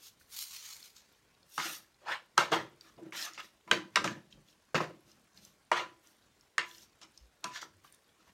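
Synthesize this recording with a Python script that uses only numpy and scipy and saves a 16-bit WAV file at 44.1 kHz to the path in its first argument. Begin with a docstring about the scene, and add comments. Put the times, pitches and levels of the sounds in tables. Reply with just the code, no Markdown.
"""Salt patters into a frying pan, then a plastic spoon clacks and scrapes through diced food.
The crystals land in bright showers. The spoon drags on the coating, swishes over dice and salt and
shakes the pan on its grate; each knock sets the pan ringing, damped by the food. Wet dice tick and
pop as they let go. Behind it all are a few soft low bumps, the short echo of a small kitchen and
the faint hiss of the room and one close microphone."""
import sys
import numpy as np
from scipy import signal
from scipy.fft import rfft, irfft, next_fast_len
from scipy.io import wavfile
from scipy.ndimage import uniform_filter1d, map_coordinates

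SR = 44100
rng = np.random.default_rng(int(sys.argv[2]) if len(sys.argv) > 2 else 0)


def int16_out(signal):
    """Quantize to a 16-bit WAV file."""
    q = np.round(np.clip(np.atleast_2d(signal).T, -1, 1) * 32767)
    wavfile.write(sys.argv[1], SR, q.astype(np.int16))


N = 367353

# Each row: start, rise and hold in seconds, base fade in dB per second, levels in dB of drag, swish,
# fine salt and pan rattle, then the spoon's hollow and the rattle's pitch in Hz.
SPOON_STROKES = [(1.446, 0.141, 0.0055, 400, -70, -55, -55.5, -86, 1800, 250),
                 (1.573, 0.016, 0.068, 187, -38, -44.5, -58, -55.5, 1400, 340),
                 (1.58, 0.076, .09, 249, -56.5, -46.5, -49.5, -62, 1650, 420),
                 (2.005, 0.021, 0.012, 297, -65, -91, -90, -61.5, 900, 497),
                 (2.043, 0.041, 0.0059, 199, -41, -62.5, -85, -62.5, 872, 540),
                 (2.049, .07, 0.0088, 350, -32, -60, -63, -54, 1200, 540),
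                 (2.372, 0.015, 0.013, 257.5, -26.5, -39.5, -53, -35.5, 1120, 490),
                 (2.508, .022, 0.0063, 232.5, -28.5, -42, -54.5, -33.5, 1100, 440),
                 (2.766, 0.083, 0.043, 219.5, -65.5, -70.5, -75.5, -70, 1350, 310),
                 (2.972, 0.0066, 0.0043, 400, -65, -92, -88, -48.5, 1000, 340),
                 (3.009, 0.023, 0.053, 302, -70, -98, -97, -53.5, 900, 300),
                 (3.122, 0.011, 0.02, 145, -48.5, -55.5, -63.5, -60, 2250, 305),
                 (3.13, 0.05, 0.071, 296, -46, -42.5, -52, -68.5, 2200, 256),
                 (3.24, 0.027, 0.011, 303, -49.5, -64, -80, -65, 1100, 399),
                 (3.335, 0.014, 0.0065, 300, -62, -58, -75.5, -83.5, 1780, 340),
                 (3.372, .01, .02, 504, -44.5, -53, -70.5, -60.5, 1690, 505),
                 (3.412, 0.022, .02, 251.5, -68, -62, -67.5, -72.5, 1900, 240),
                 (3.67, 0.013, 0.014, 301.5, -55.5, -75, -81, -46, 950, 234),
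                 (3.708, .012, 0.013, 267, -30.5, -44, -60.5, -33.5, 1900, 330),
                 (3.9, 0.051, 0.012, 304, -64.5, -72, -79.5, -57, 1750, 205),
                 (3.959, 0.0074, 0.0046, 403, -27.5, -46, -66, -49.5, 1570, 338),
                 (3.965, 0.023, 0.028, 302, -59.5, -70.5, -85, -40, 1570, 338),
                 (4.036, .01, .005, 216, -35.5, -41.5, -60, -34, 1690, 260),
                 (4.296, 0.021, 0.0027, 304.5, -74.5, -66, -87.5, -77, 2970, 213),
                 (4.324, 0.016, 0.02, 153, -88, -95, -95, -60, 1860, 195),
                 (4.442, .05, .005, 200, -76, -68, -77, -90, 1900, 220),
                 (4.746, 0.0081, .005, 350, -29, -40, -56.5, -35.5, 1180, 370),
                 (4.801, 0.0071, .005, 232, -40, -50.5, -67.5, -37.5, 1080, 440),
                 (5.016, 0.078, 0.011, 102, -75, -69.5, -77, -68, 1240, 270),
                 (5.335, 0.046, 0.0059, 400, -70, -62, -73, -65.5, 1980, 190),
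                 (5.383, .06, 0.026, 200, -75.5, -64, -69, -67, 1400, 190),
                 (5.718, 0.0065, 0.0026, 194, -30, -45.5, -71, -42, 1150, 536),
                 (5.743, .03, 0.006, 258, -32, -47.5, -63, -48.5, 1370, 520),
                 (6.0, 0.06, .01, 97, -71, -71.5, -72, -76, 1500, 348),
                 (6.584, 0.0053, 0.0043, 296.5, -32.5, -58, -81, -57, 1600, 330),
                 (6.626, .06, .15, 399.5, -71.5, -61.5, -67.5, -72.5, 1800, 290),
                 (7.006, 0.017, 0.012, 450, -57, -56.5, -83, -60, 1200, 330),
                 (7.119, 0.039, .02, 203, -87, -70.5, -82, -77, 1400, 200),
                 (7.422, 0.043, 0.0054, 348.5, -46.5, -65, -68.5, -51.5, 1000, 270),
                 (7.491, 0.078, .005, 303.5, -46.5, -47, -66, -77, 1600, 310),
                 (7.6, 0.03, 0.017, 201, -80, -85, -90, -62, 1360, 341),
                 (7.609, 0.01, 0.0027, 404, -48, -48, -62, -63, 1360, 390),
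                 (7.831, 0.015, 0.0047, 150, -69, -68.5, -68.5, -77, 1900, 390),
                 (7.907, 0.031, .005, 250, -81, -68, -79, -85, 1500, 320),
                 (8.16, 0.05, .005, 247, -72, -74, -93.5, -75, 1440, 290),
                 (8.231, 0.061, 0.0041, 603, -68, -69.5, -78, -79, 1300, 270)]
# Multipliers on a stroke's fade, for drag, swish, fine salt and rattle.
FADE_SCALES = [1.064, 1.25, 1.1, .7]
# Each row: start in seconds, level in dB, clack and upper clack in Hz, then trims in dB for
# upper clack, grate, thud, crack, pan ring and rim ring.
SPOON_KNOCKS = [(1.579, -18, 1270, 2900, -9.5, -19.5, -21, -18, -12, -13.5),
                (2.378, -5, 1298, 3170, -5.5, -30, -18.5, -15, -12.5, -29),
                (2.519, -21, 1357, 2370, -25, -13, 1, -14, -6, -29),
                (2.988, -45, 580, 2570, -28, -13.5, 5, -42, -20, -11),
                (3.123, -29.5, 2200, 2230, -29, -33, -22, -23, -14, -22),
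                (3.377, -39.5, 1300, 2780, 4, -33, -19.5, -25, -14, -36.5),
                (3.444, -43, 1890, 2650, -3.5, -25.5, -28, -14.5, -18, -43),
                (3.677, -45.5, 933, 2160, 3, -8, -6.5, -16, -21.5, 1),
                (3.713, -8.5, 1538, 3100, 5.5, -30.5, -18.5, -14.5, -13, -30.5),
                (3.958, -9.5, 1884, 2800, 2, -42, -18.5, -11.5, -14, -18.5),
                (4.043, -18, 1290, 2530, -12, -29, -16, -14.5, -25, -26),
                (4.076, -22.5, 1710, 2380, 7, -28, -21, -22.5, -12.5, -27),
                (4.745, -18, 487, 1500, 1, -3.5, -18, -21.5, -5.5, -35.5),
                (4.803, -19, 1062, 2270, -15, -14, -16, -37, -18, -25),
                (5.7158, -11.5, 954, 1898, -1, -41.5, -16, -22, -16.5, -11),
                (6.581, -9, 1802, 2286, -15, -33.5, -26.5, -19, -21, -27),
                (7.015, -60, 1114, 2700, -2, -30, -20, 8.5, -23, -29),
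                (7.442, -36, 970, 2665, 6.5, -3.5, -6.5, 5, -3, 3),
                (7.559, -30, 1746, 3230, 0, -44, -38, -29, -22, -19),
                (7.627, -30, 1346, 3080, -25, -43, -21, -29, -30, -36),
                (7.846, -48.5, 1138, 3000, -3, -15, -25, -25, -4.5, -19)]
# Each row: pitch in Hz, level in dB, seconds to fall 60 dB.
PAN_MODES = [(158, 0.5, 0.14), (240, -7, 0.12), (352.3, -10.5, 0.4), (460, -2.5, .15), (529, -7.5, 0.1),
             (659, 4, 0.031), (996, -0.5, 0.31), (1175, 6, 0.046), (1366, -2.5, 0.027), (1572, -2, 0.11),
             (1728, -11, 0.18), (2840, -1.5, 0.039), (3340, -15, 0.14), (4470, -11.5, 0.14),
             (5416, -19.5, 0.098)]
# Low resonances of pan and grate. Each row: centre in Hz, width in Hz, level in dB.
RATTLE_MODES = [(125.3, 41, -0.5), (208, 30, -3), (327, 30, -1), (495, 86, -7), (575.6, 120, -4.5)]
# Each row: start, rise and hold in seconds, fade in dB per second, level in dB, then trims in dB
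# for brightness and hollow pan tone.
SALT_SHAKES = [(-.06, 0.12, 0.017, 450, -55.5, -4, -16), (0.18, 0.029, 0.0038, 271, -67, 0.5, -9),
               (0.275, 0.087, .01, 202, -49, 0, -11), (0.356, 0.057, .01, 258.5, -47.5, -2.5, -16),
               (0.443, 0.1, 0.0076, 135, -48, -5.5, -11), (0.579, 0.1, 0.027, 99, -51.5, -4.5, -8),
               (0.793, 0.042, .02, 250, -62.5, -2.5, -11), (0.953, 0.016, 0.0042, 260, -57, -12, -11),
               (1.047, .06, .05, 144, -78, -9, -20)]
# Each row: start in seconds, level in dB, pitch in Hz.
DICE_TICKS = [(.2099, -56, 1490), (.8275, -39.5, 4320), (.9647, -46.5, 4500), (1.4296, -53, 4300),
              (2.8099, -39.5, 4660), (3.2251, -27.5, 4130), (3.3348, -40, 5600), (3.4038, -34, 2840),
              (4.3256, -44, 3160), (4.4851, -53.5, 3390), (5.1161, -49, 5150), (5.3749, -44, 4200),
              (5.4502, -41, 6120), (6.0721, -49, 6050), (6.4099, -50.5, 5460), (6.692, -48, 6050),
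              (6.7121, -43, 3420), (6.7473, -44, 4320), (6.7823, -44, 5720), (7.1761, -40.5, 5200),
              (7.877, -54, 3010), (7.9249, -44, 8900), (7.9462, -47, 9050)]
# Each row: ratio to the tick's pitch, linear gain.
POP_PARTIALS = [(1, 1), (1.2, .6), (.85, .4), (1.7, .2)]
# Each row: time in seconds, level in dB, pitch in Hz.
LOW_BUMPS = [(2.4, -62, 50), (2.55, -67, 70), (3.73, -62, 50), (4.05, -64, 45), (4.37, -64, 45.3),
             (4.77, -63, 45), (7.237, -54, 56.5), (7.769, -64, 94.8)]
# Each row: frequency in Hz, seconds for the echo to fall 60 dB.
KITCHEN_DECAY = [(100, 0.68), (300, 0.06), (800, 0.3), (2000, 0.25), (5000, 0.28), (12000, 0.22)]
# Tone curves for the noise layers. Each row: frequency in Hz, level in dB.
DRAG_EQ = [(180, -42), (300, -19.5), (666, -3.5), (1030, 0), (1140, -5), (1400, -2.5), (1520, -7.5),
           (1780, -1), (2720, -6), (3420, -9), (9000, -32), (11700, -59), (19800, -120)]  # spoon on the coating
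SWISH_EQ = [(1650, -28.5), (2800, -3), (3240, -5.5), (3490, -0.5), (5180, -3), (5880, -0.5), (6850, -4),
            (8410, -16.5), (9000, -20), (11700, -41.5), (19800, -120)]  # spoon over the food
FINE_SALT_EQ = [(5000, -30.5), (8500, 0), (9600, -1), (10500, -6.5), (12500, 1), (16000, -10.5)]  # salt under the spoon
SHOWER_EQ = [(410, -53), (700, -22), (1040, -6), (1330, -5.5), (1640, -8), (2240, -2), (2800, -0.5),
             (4430, 5.5), (4920, 2.5), (6570, 5), (10400, -12), (11800, -6), (16000, -12)]  # salt landing
HISS_EQ = [(12, -35.5), (20, -13), (53, -1), (310, -4.5), (399, -5), (873, -9), (1030, -7.5), (1120, -6),
           (1220, -12), (1400, -8), (1860, -10), (2200, -11), (6720, -16), (13900, -25.5), (16000, -28)]  # room and microphone


def spoon_knocks():
    """Each blow is a short plastic clack, a crack, and the pan ringing under damping food."""
    clack_cycles, dull_hz = 33, 1000  # cycles to fall 60 dB; lower clacks decay like one at dull_hz
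    out, t = np.zeros(N), np.arange(SR // 2) / SR
    crack_band = signal.butter(2, [3200, 7000], "bandpass", fs=SR)
    push = 1 - np.exp(-(t / 0.0011) ** 2)  # plastic gives a little before it pushes
    bloom = 1 - np.exp(-t / .003)
    for start, db, hz, upper_hz, *trims in SPOON_KNOCKS:
        upper_db, grate_db, thud_db, crack_db, pan_db, rim_db = trims
        noise, luck = rng.standard_normal((2, len(t)))
        t60 = clack_cycles / max(hz, dull_hz)
        lower = ring(hz, t60, t) + .5 * ring(0.68 * hz, t60, t) + .5 * ring(1.2 * hz, t60, t)
        upper = (ring(upper_hz, 0.52 * t60, t) + 0.4 * ring(.8 * upper_hz, 0.63 * t60, t)
                 + 0.3 * ring(1.25 * upper_hz, 0.87 * t60, t))
        clack = push * (lower + amp(upper_db) * upper)
        burst = noise * amp(crack_db - 60 * t / 0.013) * (.3 + push)
        crack = 4 * signal.lfilter(*crack_band, burst)
        pan = np.zeros(len(t))
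        for (f, mode_db, life), scatter_db in zip(PAN_MODES, 2 * luck):
            # where and how flat the spoon lands decides which family of modes it feeds
            feed_db = grate_db if f < 260 else thud_db if f < 700 else rim_db if f < 1100 else pan_db
            pan += amp(mode_db + scatter_db + feed_db) * ring(f, life, t)
        add(out, start - .0004, amp(db) * (0.86 * clack + crack + 0.57 * pan * bloom))
    return out


def spoon_strokes():
    """The spoon's edge drags on the coating, swishes over dice and salt, and rattles the pan."""
    *levels_db, hollow_hz, rattle_hz = np.transpose(SPOON_STROKES)[4:, :, None]
    gains = [amp(db) * gestures(SPOON_STROKES, scale)[0] + 1e-9
             for db, scale in zip(levels_db, FADE_SCALES)]
    drag_env, swish_env, salt_env, rattle_env = [per_sample(np.linalg.norm(g, axis=0)) for g in gains]
    rattle_env = uniform_filter1d(rattle_env, size=700)  # the heavy pan is slower
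    _, fading_s = gestures(SPOON_STROKES)
    settling_hz = rattle_hz * 2 ** (-2 * fading_s)  # sinks two octaves a second as the pan settles
    rattle_centre = np.maximum(follow_loudest(settling_hz, gains[3]), 120)
    drag_centre = follow_loudest(hollow_hz, gains[0])
    drag = grit(drag_tone, spread_db=2.6, lump_db=1.5, patchy_db=4.0)
    drag = hollow(drag, drag_centre, lift_db=4, octaves=0.49, under_db=5)
    rattle = grit(rattle_tone, spread_db=2.8, lump_db=3.5, patchy_db=1.5)
    rattle = hollow(rattle, rattle_centre, lift_db=11.5, octaves=0.66, under_db=1.44)
    swish = grit(eq(SWISH_EQ), spread_db=2.0, lump_db=1.5, patchy_db=3.0)
    salt = grit(eq(FINE_SALT_EQ), spread_db=3.0, lump_db=-1.3, patchy_db=1.5)
    return drag_env * drag + swish_env * swish + salt_env * salt + rattle_env * rattle


def drag_tone(hz):
    """Dragging drives the pan's modes, each as wide as its decay is short."""
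    peaks = sum(0.5 / (1 + ((hz - centre) * life / 2.5) ** 2) for centre, _, life in PAN_MODES)
    return eq(DRAG_EQ)(hz) * (1 + peaks)


def rattle_tone(hz):
    """The low body of pan and grate: resonances summed in alternating polarity."""
    return sum((-1) ** k * amp(db) * 1j * hz * width / (centre ** 2 - hz ** 2 + 1j * hz * width)
               for k, (centre, width, db) in enumerate(RATTLE_MODES))


def salt_showers():
    """Each shake drops a shower of crystals; on bare metal they sound brighter and wake the pan."""
    flow_db, bright_db, tone_db = np.transpose(SALT_SHAKES)[4:]
    envelopes, _ = gestures(SALT_SHAKES)
    shower = grit(eq(SHOWER_EQ), spread_db=4.05, lump_db=1.8, patchy_db=2.3)
    top = filtered(shower, lambda hz: hz > 8500)
    low = filtered(shower, lambda hz: hz < 2600)
    bands = [(shower - top - low, flow_db), (top, flow_db + bright_db), (low, flow_db + tone_db)]
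    return sum(unit(band) * per_sample(amp(db) @ envelopes) for band, db in bands)


def dice_ticks():
    """Wet dice let go of the pan with tiny spitting pops, over a faint random patter."""
    pop_cycles, spit_db = 62, -20  # cycles to fall 60 dB; the hiss in each pop
    out, t = np.zeros(N), np.arange(SR // 50) / SR
    patter = rng.random((110, 3)) * [N / SR - .1, 9, 10000] + [0, -66.5, 3001]  # seconds, dB, Hz
    for start, db, hz in np.vstack([DICE_TICKS, patter]):
        spit = np.diff(rng.standard_normal(len(t) + 1)) * amp(spit_db - 60 * t / 0.0062)
        pop = sum(gain * ring(ratio * hz, pop_cycles / hz, t) for ratio, gain in POP_PARTIALS)
        attack = 1 - np.exp(-t * hz / 1.2)
        add(out, start, amp(db) * (pop * attack + spit))
    return out


def low_bumps():
    """Soft bass pushes that swell and fade."""
    out, t = np.zeros(N), np.arange(SR // 4) / SR
    swell = (t / 0.024) * np.exp(1 - t / 0.022)
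    for time, db, hz in LOW_BUMPS:
        add(out, time - .03, amp(db) * np.sin(2 * np.pi * hz * t) * swell)
    return out


def kitchen_echo(x):
    """The walls answer, each band dying at its own speed; the hands move, so it changes every 0.3 s."""
    out, step = np.zeros(N), SR * 3 // 10
    for start in range(0, N, step):
        hz, t, noise = signal.stft(rng.standard_normal(SR // 2), SR, nperseg=256)
        decay = amp(-60 * t / along(KITCHEN_DECAY, hz)[:, None])
        tail = signal.istft(noise * decay, SR, nperseg=256)[1]
        echo = signal.fftconvolve(x[start:start + step], tail / np.linalg.norm(tail))
        add(out, start / SR + .004, echo)
    return out


def room_hiss():
    """A faint bed of room tone and microphone noise."""
    return amp(-70) * grit(eq(HISS_EQ), spread_db=1.6, lump_db=-1.0, patchy_db=2.0)


def grit(colour, spread_db, lump_db, patchy_db):
    """Dense micro-impacts of uneven size, in lumps and in streaks of colour; rms 1."""
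    size_db = spread_db * np.minimum(rng.exponential(1, N), 5)
    hits = rng.standard_normal(N) * amp(size_db + lump_db * wobble(120))
    spectrum = signal.stft(hits, nperseg=512)[2]
    streaks = uniform_filter1d(rng.standard_normal(spectrum.shape), size=3, axis=0)
    streaks = uniform_filter1d(streaks, size=8, axis=1)
    streaked = signal.istft(spectrum * amp(patchy_db * unit(streaks)), nperseg=512)[1][:N]
    return unit(filtered(streaked, colour))


def hollow(x, centre_hz, lift_db, octaves, under_db):
    """Sweep a resonance over x, thinning it by under_db per octave below the centre."""
    hz, t, spectrum = signal.stft(x, SR, nperseg=512)
    frames = np.minimum((t * SR).astype(int), N - 1)
    away = np.log2((hz[:, None] + 1) / centre_hz[frames])
    lift = amp(lift_db * np.exp(-(away / octaves) ** 2) + under_db * np.clip(away, -3, 0))
    power = np.mean(abs(spectrum) ** 2, axis=1, keepdims=True)
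    lift /= np.sqrt(np.sum(power * lift ** 2, axis=0) / np.sum(power))  # hold the loudness
    return signal.istft(spectrum * lift, SR, nperseg=512)[1][:N]


def gestures(rows, fade_scale=1):
    """Per row and millisecond: the gain of a rise, hold and fade, and the seconds spent fading."""
    start, rise, hold, fade = np.transpose(rows)[:4, :, None]
    t = np.arange(N * 1000 // SR + 2) / 1000 - start
    fading_s = np.maximum(t - rise - hold, 0)
    swell_db = -34.5 * np.clip(1 - t / rise, 0, 9) ** 2
    return amp(swell_db - fade_scale * fade * fading_s), fading_s


def follow_loudest(hz, gains):
    """A pitch curve that leans toward the loudest stroke."""
    return per_sample(np.average(hz * np.ones_like(gains), axis=0, weights=gains ** 2))


def per_sample(curve):
    """Millisecond values read at every sample."""
    return np.interp(np.arange(N) * 1000 / SR, np.arange(len(curve)), curve)


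def ring(hz, t60, t):
    """A damped sine."""
    return np.sin(2 * np.pi * hz * t) * amp(-60 * t / t60)


def wobble(rate):
    """A smooth random curve, rate knots a second."""
    return map_coordinates(rng.standard_normal(int(N * rate / SR) + 4), [np.arange(N) * rate / SR])


def filtered(x, response):
    """x shaped by a frequency response."""
    size = next_fast_len(N + SR // 2)
    return irfft(rfft(x, size) * response(np.fft.rfftfreq(size, 1 / SR)), size)[:N]


def eq(curve):
    """A tone curve's gain as a function of frequency."""
    return lambda hz: amp(along(curve, hz))


def along(points, hz):
    """(Hz, value) points read on a log axis."""
    freqs, values = np.transpose(points)
    return np.interp(np.log(hz + 1), np.log(freqs + 1), values)


def add(track, start, sound):
    """Mix a sound in at start seconds."""
    part = track[round(start * SR):][:len(sound)]
    part += sound[:len(part)]


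def amp(db):
    """Decibels to gain."""
    return 10 ** (np.asarray(db) / 20)


def unit(x):
    """Scaled to rms 1."""
    return x / np.sqrt(np.mean(x ** 2) + 1e-20)


def scene():
    """Everything in the pan and its echo, over low bumps and hiss."""
    knocks = spoon_knocks()
    textures = salt_showers() + spoon_strokes() + dice_ticks()
    hiss = room_hiss()
    echo = kitchen_echo(amp(-10.0) * knocks + amp(-11.5) * textures)
    low_cut = signal.butter(3, 110, "highpass", fs=SR, output="sos")  # little of this passes below 110 Hz
    pan = signal.sosfilt(low_cut, knocks + textures + echo)
    return (pan + low_bumps() + hiss)[None]


def record(dry):
    """Roll off the deepest bass and cut the very top."""
    low_hz, top_hz = 38, 15900
    return filtered(dry[0], lambda hz: (hz < top_hz) / np.sqrt(1 + (low_hz / (hz + 1)) ** 6))[None]


dry = scene()
out = record(dry)
int16_out(out)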